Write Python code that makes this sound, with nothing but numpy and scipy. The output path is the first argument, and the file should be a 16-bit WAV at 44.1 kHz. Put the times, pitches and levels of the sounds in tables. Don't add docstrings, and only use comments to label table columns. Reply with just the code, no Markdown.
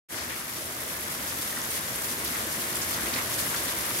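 import sys
import numpy as np
from scipy import signal
from scipy.fft import rfft, irfft
from scipy.io import wavfile

SR = 44100
rng = np.random.default_rng(int(sys.argv[2]) if len(sys.argv) > 2 else 0)


def store_wav(level_fs):
    pcm = np.round(np.clip(np.atleast_2d(level_fs), -1, 1) * 32767)
    wavfile.write(sys.argv[1], SR, pcm.T.astype(np.int16))


N = 176400
TIME = np.arange(N) / SR

# time in seconds, level in dB.
DRUM_SWELL = [(0.13, -45.5), (0.16, -43), (0.51, -47.5), (0.55, -44), (2.36, -41), (2.47, -40.5),
              (2.49, -42), (3.02, -41), (3.04, -38.5), (3.34, -41), (3.38, -39.5), (3.97, -41.5)]
# mode pitch in Hz, relative level in dB.
ROOF_MODES = [(122, -2), (165, -4.5), (222, -4), (255, 1.5), (339, 2.5), (460, -5.5), (525, -2.5),
              (660, -2)]
# frequency in Hz, relative level in dB.
RUMBLE_TONE = [(25, -35), (39, -31), (50, -6), (65, 2), (95, 1), (122, -1), (185, -1), (255, 0.5),
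               (420, -0.5), (620, 1), (800, -5.5), (1200, -15), (3000, -58)]


def roof_drumming(drum_db=-4.5, wash_db=-1):
    drum = shower(ROOF_MODES, per_s=260, size_db=2.5, cycles=31, pan_db=2, clump_db=2.5)
    return ride(DRUM_SWELL) * (from_db(drum_db) * drum + from_db(wash_db) * far_rain(RUMBLE_TONE))


# start in seconds, relative level in dB, pitch in Hz.
ROOF_THUDS = [(.255, -44, 91), (1.39, -28, 330), (1.898, -34, 119), (2.452, -33, 86), (2.78, -35, 120),
              (2.869, -34, 339), (3.035, -26, 292), (3.109, -34, 255), (3.39, -32, 73.5), (3.58, -35, 74),
              (3.898, -29, 310)]


def heavy_thuds(gain_db=-4, cycles=20):
    out = np.zeros(N)
    for start, db, hz in ROOF_THUDS:
        turns = np.maximum(TIME - start, 0) * hz
        attack = 1 - np.exp(-2 * turns)
        decay_db = -60 * np.minimum(turns / cycles, 2)
        out += from_db(db + gain_db + decay_db) * attack * np.sin(2 * np.pi * turns)
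    return out


# time in seconds, level in dB.
PATTER_SWELL = [(0.13, -43), (0.14, -41.5), (0.32, -42), (0.61, -45), (1.0, -42), (2.32, -40.5),
                (2.33, -38), (2.52, -41.5), (2.64, -40), (3.11, -38), (3.19, -36.5), (3.21, -38.5),
                (3.77, -39), (3.97, -39.5)]
# frequency in Hz, relative level in dB.
PANEL_TONE = [(850, -7), (1080, -2), (1330, -2), (1500, .5), (1880, -6.5), (2150, 0), (2450, -8)]
# frequency in Hz, relative level in dB.
RUSH_TONE = [(300, -6), (700, -10), (950, -1), (1300, -0.5), (1850, 0), (2200, -2), (2600, -9.5),
             (3500, -15), (9000, -50)]


def panel_patter(taps_db=-1.5, wash_db=1):
    taps = shower(PANEL_TONE, pitch_count=14, per_s=900, size_db=3, cycles=9, pan_db=7.5, clump_db=2)
    rush = far_rain(RUSH_TONE, flutter_db=-0.1, flutter_hz=15)
    return ride(PATTER_SWELL) * (from_db(taps_db) * taps + from_db(wash_db) * rush)


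# start in seconds, relative level in dB, pitch in Hz, leftward pan in dB.
PANEL_KNOCKS = [(.144, -34, 1990, 8), (.208, -27, 2030, 4), (.304, -31, 1910, 8), (1.32, -29, 1930, 4),
                (1.527, -26, 1870, -2), (1.569, -25, 1840, -2), (2.351, -29, 2040, 2),
                (3.066, -32, 2030, 2), (3.163, -25, 2030, 1), (3.18, -25, 2120, 0), (3.543, -28, 1410, 5),
                (3.684, -28, 2000, 3)]


def panel_knocks():
    return single_drops(PANEL_KNOCKS, gain_db=-1, cycles=38, trail_gain=.06, trail_s=.007)


# time in seconds, level in dB.
SPATTER_SWELL = [(0.13, -39.5), (0.23, -41.5), (1.59, -36.5), (1.67, -38), (1.7, -35), (1.93, -38.5),
                 (1.98, -36), (2.24, -37.5), (2.25, -35), (2.27, -36), (2.74, -36), (2.77, -33),
                 (2.78, -35.5), (3.22, -36), (3.38, -33.5), (3.73, -35.5), (3.96, -35), (3.97, -34.5)]
# frequency in Hz, relative level in dB.
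SPATTER_TONE = [(2700, -6.5), (4000, -6.5), (6000, -1), (8500, -3.5), (11300, 4), (13000, 1.5),
                (15300, -12.5)]
# frequency in Hz, relative level in dB.
HISS_TONE = [(900, -32), (2000, -5.5), (2800, 0), (4000, -2), (5500, 0), (7200, -1), (9500, 0),
             (11500, 2.5), (13500, 0.5), (15800, -5.5)]


def spatter(fine_db=-1.5, snaps_db=-10, wash_db=2):
    fine = shower(SPATTER_TONE, pitch_count=20, per_s=4500, size_db=3.7, cycles=13,
                  pan_db=3.5, clump_db=1.3)
    snaps = shower(SPATTER_TONE, pitch_count=8, per_s=200, size_db=2.4, cycles=3.2, pan_db=5, clump_db=1)
    hiss = far_rain(HISS_TONE, flutter_db=1.4, flutter_hz=24)
    blend = from_db(fine_db) * fine + from_db(snaps_db) * snaps + from_db(wash_db) * hiss
    return ride(SPATTER_SWELL) * blend


# start in seconds, relative level in dB, pitch in Hz, leftward pan in dB.
CLOSE_TICKS = [(.3432, -23, 10000, -8), (.658, -19, 10300, -4), (.8045, -18, 11100, 6),
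               (.9073, -22, 10600, 8), (.9686, -20, 13700, -4), (.9884, -26, 6500, 5),
               (1.0095, -15, 10700, 5), (1.1521, -22, 11000, -4), (1.2642, -22, 8800, -6),
               (1.3496, -24, 9900, 6), (1.4226, -19, 9400, 5), (1.5531, -17, 9500, 12),
               (1.6164, -17.5, 5900, 0), (1.7033, -18, 10700, 8), (1.8185, -21, 9800, 5),
               (1.9585, -13, 9900, -8), (2.0992, -23, 8900, -8), (2.2483, -9.5, 13200, -7),
               (2.2777, -14, 12000, -6), (2.4372, -19, 7200, 6), (2.5266, -18, 8400, -7),
               (2.7562, -9, 8400, -13), (2.7696, -18, 9000, 3), (2.7744, -15, 10800, 12),
               (2.9486, -21, 7100, -5), (3.1404, -17, 3900, 3), (3.342, -14.5, 6800, -1),
               (3.5635, -18, 4800, 0), (3.4648, -12, 10500, 6), (3.8529, -20, 11200, 5),
               (3.9871, -16, 9500, 0)]


def close_ticks():
    return single_drops(CLOSE_TICKS, gain_db=1, cycles=10.5, trail_gain=.073, trail_s=.0035)


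# start in seconds, rough length in seconds, relative level in dB,
# pitch in Hz, leftward pan in dB.
EAVE_SPILLS = [(.135, 0.15, -41, 5040, 3), (.165, .06, -39.5, 1900, 9), (.285, 0.095, -40.5, 2130, 4),
               (.40, .05, -56, 2250, 2), (.55, 0.044, -43, 5230, -2), (1.267, 0.047, -43, 6500, 0),
               (1.703, .06, -47, 5500, 2), (2.03, 0.05, -38, 12300, 0), (2.253, .045, -39.5, 4300, 0),
               (2.81, 0.037, -34.5, 6000, -2), (2.92, .045, -38.5, 4700, 0), (3.054, 0.041, -40, 2300, 0),
               (3.13, 0.038, -35, 4300, -1.5), (3.16, 0.055, -36, 2200, -2), (3.535, 0.026, -36.5, 1500, 1),
               (3.558, .05, -39, 3900, -2), (3.669, 0.051, -38.5, 3400, -1)]


def eave_splashes(gain_db=3, droplets_per_s=5000):
    out, t = np.zeros((2, N + SR)), TIME[:SR // 3]
    for start, length, db, hz, pan_db in EAVE_SPILLS:
        lands = rng.random((2, len(t))) < droplets_per_s / SR
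        droplets = rms_one(ring(lands * rng.standard_normal(lands.shape), hz, cycles=5.3))
        age = np.pi * t / length
        swell = age * np.exp(1 - age)
        i = int(start * SR)
        out[:, i:i + len(t)] += from_db(db + gain_db) * panned(pan_db) * swell * droplets
    return out[:, :N]


# frequency in Hz, left-right correlation from -1 to 1.
WASH_IMAGE = [(60, .99), (250, .95), (350, 0.86), (470, 0.34), (680, 0.78), (850, 0.012), (1050, 0.2),
              (1350, -.3), (1900, 0.13), (2200, 0.12), (2700, -0.33), (4000, 0.07), (16000, 0.015)]


def far_rain(tone, flutter_db=0, flutter_hz=13):
    hz = np.arange(N // 2 + 1) * SR / N
    alike = at_hz(WASH_IMAGE, hz)
    mid, side = rfft(rng.standard_normal((2, N)))
    stereo = np.sqrt(1 + alike) * mid + np.sqrt(1 - alike) * side * [[1], [-1]]
    wash = rms_one(irfft(stereo * from_db(at_hz(tone, hz)), N))
    return wash * from_db(flutter_db * drift(flutter_hz))


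def shower(tone, per_s, size_db, cycles, pan_db, clump_db, pitch_count=None, mic_lag_s=.0005):
    pitches = [hz for hz, _ in tone]
    if pitch_count:
        pitches = np.geomspace(pitches[0], pitches[-1], pitch_count)
    landings = np.flatnonzero(rng.random(N) < per_s * from_db(clump_db * drift(14)) / SR)
    size, bearing, pitch_pick, polarity = rng.random((N, 4))[landings].T
    heft = np.minimum(-np.log(1 - size), 4)
    height = from_db(size_db * heft) * np.sign(polarity - .5)
    leftward, out = 2 * bearing - 1, 0
    for k, hz in enumerate(pitches):
        chosen = (pitch_pick * len(pitches)).astype(int) == k
        clicks = np.zeros((2, N))
        for channel, toward in enumerate((leftward[chosen], -leftward[chosen])):
            lead = np.round(toward * mic_lag_s * SR / 2).astype(int)
            clicks[channel, (landings[chosen] - lead) % N] = height[chosen] * from_db(toward * pan_db / 2)
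        out = out + ring(clicks, hz, cycles) * np.sqrt(hz) * from_db(at_hz(tone, hz))
    return rms_one(out)


def single_drops(rows, gain_db, cycles, trail_gain, trail_s):
    out, t = np.zeros((2, N + SR)), TIME[:SR // 20]
    for start, db, hz, pan_db in rows:
        hit = trail_gain * rng.standard_normal((2, len(t))) * np.exp(-t / trail_s)
        hit[:, 0] = 1
        hit = signal.sosfilt(signal.butter(4, .75 * hz, "high", fs=SR, output="sos"), hit)
        i = int(start * SR)
        out[:, i:i + len(t)] += from_db(db + gain_db) * panned(pan_db) * ring(hit, hz, cycles)
    return out[:, :N]


def ring(clicks, hz, cycles):
    hz = min(hz, .45 * SR)
    r, w = np.exp(-np.log(1000) * hz / (cycles * SR)), 2 * np.pi * hz / SR
    return signal.lfilter([.5, 0, -.5], [1, -2 * r * np.cos(w), r * r], clicks + 1e-18)


def drift(rate_hz):
    hop, settle = 40, 2000
    r = np.exp(-2 * np.pi * rate_hz * hop / SR)
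    slow = signal.lfilter([1], [1, -2 * r, r * r], rng.standard_normal(N // hop + settle + 2))[settle:]
    return np.interp(np.arange(N) / hop, np.arange(len(slow)), rms_one(slow))


def from_db(db):
    return 10 ** (np.asarray(db) / 20)


def rms_one(x):
    return x / np.sqrt(np.mean(x ** 2) + 1e-20)


def ride(swell):
    return from_db(np.interp(TIME, *np.transpose(swell)))


def at_hz(table, hz):
    freqs, values = np.transpose(table)
    return np.interp(np.log(hz + 1e-3), np.log(freqs), values)


def panned(pan_db):
    return from_db(np.minimum([[pan_db], [-pan_db]], 0))


def scene():
    roof = roof_drumming() + heavy_thuds() + panel_patter() + panel_knocks()
    return roof + spatter() + close_ticks() + eave_splashes()


# centre in Hz, boost or cut in dB, Q.
LEFT_PORT_EQ = [(1800, 1, 1.3), (3530, 3, 6.1), (8900, 2.5, 10), (11250, 3.5, 6.8), (14000, -3, 6)]
RIGHT_PORT_EQ = [(1800, -0.36, 0.79), (3500, -0.89, 4), (9500, -0.73, 7.8), (11700, -1.6, 6),
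                 (14000, 1.1, 6)]


def mic_port(x, peaks):
    for hz, db, q in peaks:
        w, g = 2 * np.pi * hz / SR, from_db(db / 2)
        width, centre = np.sin(w) / (2 * q), -2 * np.cos(w)
        x = signal.lfilter([1 + width * g, centre, 1 - width * g],
                           [1 + width / g, centre, 1 - width / g], x)
    return x


def record(dry, silence_s=.086, fade_s=.038, low_cut_hz=49, high_cut_hz=15750):
    x = np.array([mic_port(dry[0], LEFT_PORT_EQ), mic_port(dry[1], RIGHT_PORT_EQ)])
    x *= np.clip((TIME - silence_s) / fade_s, 0, 1)
    x = signal.sosfilt(signal.butter(6, low_cut_hz, "high", fs=SR, output="sos"), x)
    return signal.sosfilt(signal.ellip(12, .1, 75, high_cut_hz, fs=SR, output="sos"), x)


dry = scene()
out = record(dry)
store_wav(out)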